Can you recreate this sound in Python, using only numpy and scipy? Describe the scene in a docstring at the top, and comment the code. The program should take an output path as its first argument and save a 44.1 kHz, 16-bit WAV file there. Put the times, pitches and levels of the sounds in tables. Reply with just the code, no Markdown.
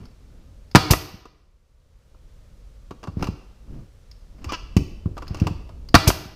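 """Two loud nailer shots, each a thump of air and a sharp crack, on a wooden floor in a bare room.
Air slams the piston down and the driver hits the nail; on trigger release the cylinder vents
and the piston knocks back. Between shots the tool is shifted and set down: clacks, scrapes,
squeaks and soft thuds on the boards. The shots overload the close microphone."""
import sys
import numpy as np
from scipy import signal
from scipy.fft import rfft, irfft
from scipy.io import wavfile
from scipy.ndimage import minimum_filter1d

SR = 44100
rng = np.random.default_rng(int(sys.argv[2]) if len(sys.argv) > 2 else 0)


def generate_wav(sig):
    """Save sig (samples, or channels by samples) to the path in sys.argv[1] as 16-bit PCM at SR."""
    pcm = np.round(np.clip(np.atleast_2d(sig).T, -1, 1) * 32767).astype(np.int16)
    wavfile.write(sys.argv[1], SR, pcm)


N = 280035
TIME = np.arange(N) / SR

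# Each row: start in seconds, air push peak in dB, crack level in dB, its rise and its T60 in seconds.
NAIL_SHOTS = [(0.7492, 16.5, 9, .001, 0.052), (5.9427, 12, 9, 0.0045, 0.038)]
# Driver and piston spectra. Each row: frequency in Hz, relative level in dB.
CRACK_COLOUR = [(50, 10.5), (130, 7), (280, -2), (430, -5.5), (900, 3), (1400, 2.5), (1850, -2),
                (3000, -8.5), (5000, -6), (6000, -11.5), (7300, -17), (15000, -27)]
PISTON_COLOUR = [(80, -7), (400, -6), (1000, 4.5), (1500, -10), (2000, -3.5), (2900, -7), (5000, -21.5),
                 (15000, -36.5)]

def shots(push_s=0.0012, strike_s=0.0059, bang_s=0.008, recoil_s=0.017):
    """The valve snaps open, air slams the piston down, the driver hits the nail, the floor rebounds."""
    valve, push, crack, bang = np.zeros((4, N))
    for start_s, push_db, crack_db, rise_s, t60_s in NAIL_SHOTS:
        strike = burst(crack_db, t60_s, rise_s)
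        add(valve, start_s, burst(level_db=2, t60_s=0.086))
        add(push, start_s + push_s, pulse(push_db, low_hz=63.4, high_hz=270))
        add(push, start_s + recoil_s, pulse(peak_db=3, low_hz=80, high_hz=225))
        add(crack, start_s + strike_s, strike)
        # The crack's whole energy meets the walls as one impulse.
        add(bang, start_s + bang_s, np.linalg.norm(strike, keepdims=True))
    valve = coloured(valve, PISTON_COLOUR)
    boom = body(push, ring_gain=0.25)
    direct = body(valve + coloured(crack, CRACK_COLOUR)) + boom
    blast = from_db(-10) * coloured(bang, CRACK_COLOUR) + from_db(-11.5) * valve
    to_walls = body(blast, ring_gain=0.72) + from_db(-14) * boom
    return direct, to_walls


# Each row: start in seconds, puff peak in dB, hiss in dB, hiss T60 in seconds, piston knock in dB.
EXHAUSTS = [(0.9063, 8, -1, 0.1, -1.5), (6.0739, 7.5, -2, 0.1, -3)]
# Each row: frequency in Hz, relative level in dB.
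HISS_COLOUR = [(200, 3.5), (500, 1.5), (1000, -2), (1700, -9.5), (2600, -1), (3700, -6), (5100, 3),
               (6300, -0.5), (7600, -6), (10000, -7), (13500, -2), (16000, -19.5)]

def vents(trigger_lead_s=0.0035, valve_stop_s=0.016, return_s=0.028):
    """The trigger clicks, spent air puffs and hisses out, and the piston knocks home."""
    puff, hiss, knock = np.zeros((3, N))
    for start_s, puff_db, hiss_db, hiss_t60_s, knock_db in EXHAUSTS:
        add(hiss, start_s, burst(hiss_db, hiss_t60_s, rise_s=0.0033))
        add(puff, start_s, pulse(puff_db, low_hz=44.5, high_hz=143, order=3))
        add(puff, start_s + valve_stop_s, pulse(peak_db=2, low_hz=111, high_hz=428))
        add(knock, start_s - trigger_lead_s, burst(level_db=-12, t60_s=0.066))
        add(knock, start_s + return_s, burst(knock_db, t60_s=0.024))
    exhaust = coloured(hiss, HISS_COLOUR) + body(coloured(knock, PISTON_COLOUR))
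    return exhaust + puff, from_db(-13) * exhaust + from_db(-11) * puff


# Each row: start in seconds, base level in dB, clink offset in dB.
TOOL_CLACKS = [(1.254, -26.5, -16.5), (2.145, -48, -21), (2.908, -29, -17.5), (3.03, -32.5, -16),
               (3.038, -25.5, -19), (3.072, -27, -22.5), (3.225, -16.5, -15), (3.242, -34, -1.5),
               (3.27, -26, -11), (4.443, -32, -4), (4.521, -21, -9.5), (4.766, -26.5, 3), (5.057, -38, -26),
               (5.168, -28, -24), (5.178, -27.5, -13), (5.222, -27.5, -18.5), (5.345, -30.5, -7),
               (5.37, -37.5, -6.5), (5.399, -40.5, 3), (5.469, -16.5, -13), (5.691, -34.5, -22)]
# Wood and metal spectra. Each row: frequency in Hz, relative level in dB.
KNOCK_COLOUR = [(80, -10), (330, 3.5), (600, -0.5), (1150, 3), (1500, -7.5), (1850, -17), (2800, -19.5),
                (5000, -24), (15000, -58)]
CLINK_COLOUR = [(400, -10.5), (1800, -7.5), (2700, 4), (3700, -10.5), (5200, -1.5), (6800, -8),
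                (8800, -16.5), (13000, -19.5), (16000, -21)]

def clacks(knock_offset_db=-4, rise_s=0.0007):
    """The tool hits floor and trim: a wooden knock and a metal clink."""
    knock, clink = np.zeros((2, N))
    for start_s, base_db, clink_offset_db in TOOL_CLACKS:
        add(knock, start_s, burst(base_db + knock_offset_db, t60_s=0.059, rise_s=rise_s))
        add(clink, start_s, burst(base_db + clink_offset_db, t60_s=0.046, rise_s=rise_s))
    return coloured(knock, KNOCK_COLOUR), coloured(clink, CLINK_COLOUR)


# Each row: start in seconds, level in dB.
TIP_TICKS = [(0.054, -46.5), (0.713, -41.5), (4.113, -42), (5.279, -36.5), (5.887, -37)]
# Each row: frequency in Hz, relative level in dB.
TICK_COLOUR = [(500, -16), (3800, -15), (4700, -1), (5300, 0), (5900, -19), (6600, -14), (7500, -27),
               (15000, -27)]

def ticks():
    """The sprung safety tip ticks."""
    track = np.zeros(N)
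    for start_s, level_db in TIP_TICKS:
        add(track, start_s, burst(level_db, t60_s=0.03077))
    return coloured(track, TICK_COLOUR)


# Each row: midpoint in seconds, length in seconds, hard scrape in dB, soft shuffle in dB.
SLIDE_STROKES = [(0.009, 0.16, -61, -41), (0.393, 0.37, -73, -50.5), (3.228, 0.078, -46.5, -25),
                 (3.755, 0.14, -62, -35), (4.438, 0.13, -59.5, -41), (4.52, 0.066, -41.5, -44),
                 (5.397, 0.28, -50, -39)]
# Each row: frequency in Hz, relative level in dB.
SCRAPE_COLOUR = [(200, -9), (600, 0.5), (1080, 1), (1800, -7.5), (2800, -7.5), (3700, -16), (5300, -10.5),
                 (8500, -35), (15000, -33.5)]
SHUFFLE_COLOUR = [(40, 8.5), (110, 4), (260, 0), (500, -14.5), (1500, -41.5), (8000, -52.5)]

def scrapes(grit_db=4):
    """The sliding nose catches on the grain, so its scrape flickers."""
    envelope = sum(from_db(db) * swell(mid_s, length_s) for mid_s, length_s, db, _ in SLIDE_STROKES)
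    catch_times_s = TIME[::150]
    catches = np.interp(TIME, catch_times_s, rng.standard_normal(len(catch_times_s)))
    return coloured(envelope * from_db(grit_db * catches) * rng.standard_normal(N), SCRAPE_COLOUR)


def shuffles():
    """Soft weight rubs over the boards with each slide."""
    envelope = sum(from_db(db) * swell(mid_s, length_s) for mid_s, length_s, _, db in SLIDE_STROKES)
    return coloured(envelope * rng.standard_normal(N), SHUFFLE_COLOUR)


# Each row: start in seconds, time until release in seconds, initial slip rate in Hz, level in dB.
NOSE_SQUEAKS = [(4.49, .015, 1220, -34), (4.514, 0.015, 1060, -40), (4.53, 0.02, 350, -29)]
# Each row: frequency in Hz, relative level in dB.
SLIP_COLOUR = [(300, -7), (700, -10), (1120, 6.5), (1700, -4.5), (2100, -9.5), (2850, 3.5), (3800, -16.5),
               (5000, -5), (6200, -12), (9000, -41), (15000, -45)]

def squeaks(jitter=0.31, sag_oct_per_s=5, rise_s=0.0034, t60_s=0.039):
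    """The nose sticks and slips along the trim; friction brakes it, so the slips slow down."""
    track, t = np.zeros(N), TIME[:6000]
    for start_s, release_s, initial_hz, level_db in NOSE_SQUEAKS:
        rate_hz = initial_hz * 2 ** (-sag_oct_per_s * t)
        unevenness = np.maximum(1 + jitter * rng.standard_normal(len(t)), 0)
        slip_count = np.floor(np.cumsum(rate_hz * unevenness) / SR)
        slips = np.diff(slip_count, prepend=0) - rate_hz / SR  # zero-mean impulse train
        envelope = np.minimum(t / rise_s, 1) * from_db(level_db - 60 * np.maximum(t - release_s, 0) / t60_s)
        add(track, start_s, slips * np.sqrt(SR / rate_hz) * envelope)
    return coloured(track, SLIP_COLOUR)


# Nose and magazine. Each row: frequency in Hz, bandwidth in Hz, relative gain in dB.
STEEL_MODES = [(2750, 110, -12.5), (4670, 61, 6), (5060, 31, -18)]

def handling(steel_gain=0.825, wet_db=-10):
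    """Light contacts ring the body gently; the clinks also ring the steel parts."""
    knock, clink = clacks()
    contact = knock + clink + ticks() + scrapes() + squeaks()
    direct = body(contact, ring_gain=0.31) + steel_gain * ringing(clink, STEEL_MODES)
    return direct, from_db(wet_db) * direct


# Each row: start in seconds, peak in dB, upper band edge in Hz (higher for a firmer landing).
LANDINGS = [(1.141, -21, 239), (2.912, -25, 410), (3.083, -19.5, 193), (3.1696, -14.5, 218),
            (3.22, -16.5, 216), (3.2871, -13, 239.8), (4.46, -23.5, 108), (4.766, -0.5, 238),
            (5.0585, -11, 188.5), (5.307, -18, 174), (5.4167, -5, 196), (5.462, -14.5, 159.4),
            (5.5089, -15.5, 190.4), (6.257, -21, 258)]
# Duller returns through the floor. Each row: delay in seconds, gain in dB, upper edge ratio.
BOARD_ECHOES = [(0.01, -8.5, 0.76), (0.036, -17.5, 0.626), (.049, -17, .65)]

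def thuds(low_hz=52, sway_s=0.0079, sway_db=-20, hum_hz=305, hum_db=-25, wet_db=-14):
    """Soft weight bumps and shuffles on the boards, which sway and hum on briefly."""
    bumps, hum = np.zeros((2, N))
    for start_s, peak_db, edge_hz in LANDINGS:
        add(bumps, start_s, -pulse(peak_db, low_hz, edge_hz, order=3))
        add(bumps, start_s + sway_s, -pulse(peak_db + sway_db, low_hz=32.3, high_hz=67.5))
        add(hum, start_s, burst(peak_db + hum_db, t60_s=0.34))
        for delay_s, echo_db, ratio in BOARD_ECHOES:
            add(bumps, start_s + delay_s, -pulse(peak_db + echo_db, low_hz, edge_hz * ratio, order=3))
    hum_colour = [(hum_hz / 2, -14), (hum_hz, 0), (hum_hz * 2, -22), (4000, -65)]
    direct = bumps + coloured(hum, hum_colour) + shuffles()
    return direct, from_db(wet_db) * direct


# Nailer and boards. Each row: frequency in Hz, bandwidth in Hz, relative gain in dB.
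BODY_MODES = [(96, 12, 2), (184, 17, 8), (294, 38, 12.5), (683.6, 100, -8), (787, 18, -11.5), (896, 35, -5),
              (993, 24, -4), (1150, 35, 1.5), (1246, 18, 4.5), (1378, 79, -1), (1585, 17, 1),
              (1970, 13, -2.5), (2304, 17, 2.5), (2744, 22, 3.5), (2860, 14, 0), (2840, 17, 4),
              (3420, 12, 1), (3810, 53, -3.5), (4480, 49, 0.5), (4500, 790, -5), (5500, 70, -4.5)]

def body(blow, ring_gain=0.97):
    """A blow plus the ringing it excites in the tool and the boards."""
    return blow + ring_gain * ringing(blow, BODY_MODES)


# Each row: frequency in Hz, T60 in seconds.
REVERB_T60_S = [(60, 0.45), (300, 0.69), (1000, 0.78), (3000, 0.75), (5200, 0.6762), (8000, 0.4),
                (14000, 0.48)]
# Each row: frequency in Hz, relative level in dB.
REVERB_COLOUR = [(50, -1.5), (110, 1.5), (250, -3.5), (450, 1.1), (1200, -4), (4000, 3.5), (8000, 1.5),
                 (14000, 4.5)]

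def room(x, first_echo_s=0.0016, build_s=0.008, bands=16):
    """Dense echoes off bare walls; the midrange lasts longest."""
    t, tail = TIME[:SR], np.zeros(SR)
    white, hz = rfft(rng.standard_normal(SR)), np.fft.rfftfreq(SR, 1 / SR)
    centres_hz = np.geomspace(60, 15000, bands)
    for centre_hz, weights in zip(centres_hz, np.eye(bands)):
        band = irfft(white * at_hz(np.c_[centres_hz, weights], hz), SR)
        decay_db = 60 * t / at_hz(REVERB_T60_S, centre_hz)
        tail += band * from_db(at_hz(REVERB_COLOUR, centre_hz) - decay_db)
    tail *= np.clip((t - first_echo_s) / build_s, 0, 1)
    return signal.fftconvolve(x, tail / np.linalg.norm(tail))[:N]


# Each row: time in seconds, level in dB.
RUMBLE_LEVELS = [(0, -51.5), (1.3, -47), (1.6, -55.5), (2.5, -49.5), (4.05, -52), (4.7, -39.5),
                 (6.35, -38.5)]
# Each row: frequency in Hz, relative level in dB.
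MOVEMENT_COLOUR = [(15, -7), (35, 1), (60, -4), (110, -12.5), (250, -22), (700, -38), (3000, -69)]
AIR_COLOUR = [(12, -31.5), (20, -5), (44, 1.5), (116, -13.5), (180, -25.5), (245, -27), (289, -35),
              (534, -25), (614, -30), (686, -35.5), (1270, -35.5), (1450, -38), (2090, -40.5), (5850, -43),
              (15500, -56)]

def background(air_db=-47):
    """Rumble of movement at the microphone, over still room air and microphone hiss."""
    rumble_db = np.interp(TIME, *np.transpose(RUMBLE_LEVELS))
    rumble = from_db(rumble_db) * coloured(rng.standard_normal(N), MOVEMENT_COLOUR)
    return rumble + from_db(air_db) * coloured(rng.standard_normal(N), AIR_COLOUR)


def from_db(db):
    """Decibels to gain."""
    return 10 ** (np.asarray(db) / 20)


def at_hz(table, hz):
    """Read a table on a log-frequency axis."""
    table_hz, values = np.transpose(table)
    return np.interp(np.log(np.maximum(hz, 1)), np.log(table_hz), values)


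def add(track, start_s, sound):
    """Mix a sound into a track."""
    i = int(round(start_s * SR))
    track[i:i + len(sound)] += sound[:N - i]


def coloured(x, colour, size=4096):
    """Minimum-phase filter that keeps the power of white noise."""
    gain = from_db(at_hz(colour, np.fft.rfftfreq(size, 1 / SR)))
    cepstrum = irfft(np.log(gain))
    cepstrum[1:size // 2] *= 2
    cepstrum[size // 2 + 1:] = 0
    response = irfft(np.exp(rfft(cepstrum)))
    return signal.fftconvolve(x, response / np.linalg.norm(response))[:N]


def burst(level_db, t60_s, rise_s=0.001):
    """A rush of tiny contacts or eddies that builds quickly and dies away."""
    t = TIME[:12000]
    envelope = np.minimum(t / rise_s, 1) * from_db(level_db - 60 * np.maximum(t - rise_s, 0) / t60_s)
    return rng.standard_normal(len(t)) * envelope


def pulse(peak_db, low_hz, high_hz, order=2):
    """One pressure pulse that swings back and settles."""
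    bandpass = signal.butter(order, [low_hz, high_hz], "band", fs=SR, output="sos")
    wave = signal.sosfilt(bandpass, signal.unit_impulse(6000))
    return from_db(peak_db) * wave / np.abs(wave).max()


def swell(mid_s, length_s):
    """Bell-shaped envelope of one movement."""
    return np.exp(-np.pi * ((TIME - mid_s) / length_s) ** 2)


def ringing(x, modes):
    """Response of a bank of damped resonances."""
    total = np.zeros(N)
    for hz, width_hz, gain_db in modes:
        radius = np.exp(-np.pi * width_hz / SR)
        feedback = [1, -2 * radius * np.cos(2 * np.pi * hz / SR), radius ** 2]
        gain = from_db(gain_db) * (1 - radius ** 2) / 2
        total += gain * signal.lfilter([1, 0, -1], feedback, x + 1e-18)
    return total


def scene():
    """Tool and floor sounds arrive directly and off the walls, over the background."""
    direct, to_walls = np.sum([shots(), vents(), handling(), thuds()], axis=0)
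    return (direct + room(to_walls) + background())[None]


def gain_control(x, threshold_db=1, max_cut_db=10, hold_s=0.65, release_db_per_s=13, attack_s=0.004):
    """An overload turns the gain down; it holds, then creeps back."""
    level_db = 20 * np.log10(np.abs(x) + 1e-9)
    demand_db = np.clip(4 * (level_db - threshold_db), 0, max_cut_db)
    half_hold = int(hold_s * SR / 2)
    held_db = -minimum_filter1d(-demand_db, 2 * half_hold + 1, origin=half_hold, mode="constant")
    ramp_db = release_db_per_s * TIME
    cut_db = np.maximum.accumulate(held_db + ramp_db) - ramp_db
    pole = np.exp(-1 / (attack_s * SR))
    return x * from_db(-signal.lfilter([1 - pole], [1, -pole], cut_db))


def record(dry, cutoff_hz=15500):
    """Gain control, overload that flattens the peaks, and a steep top cut."""
    x = gain_control(dry[0])
    clipped = 0.95 * x / (1 + x ** 6) ** (1 / 6)
    lowpass = signal.ellip(10, 0.2, 80, cutoff_hz, fs=SR, output="sos")
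    return signal.sosfilt(lowpass, clipped)[None]


dry = scene()
out = record(dry)
generate_wav(out)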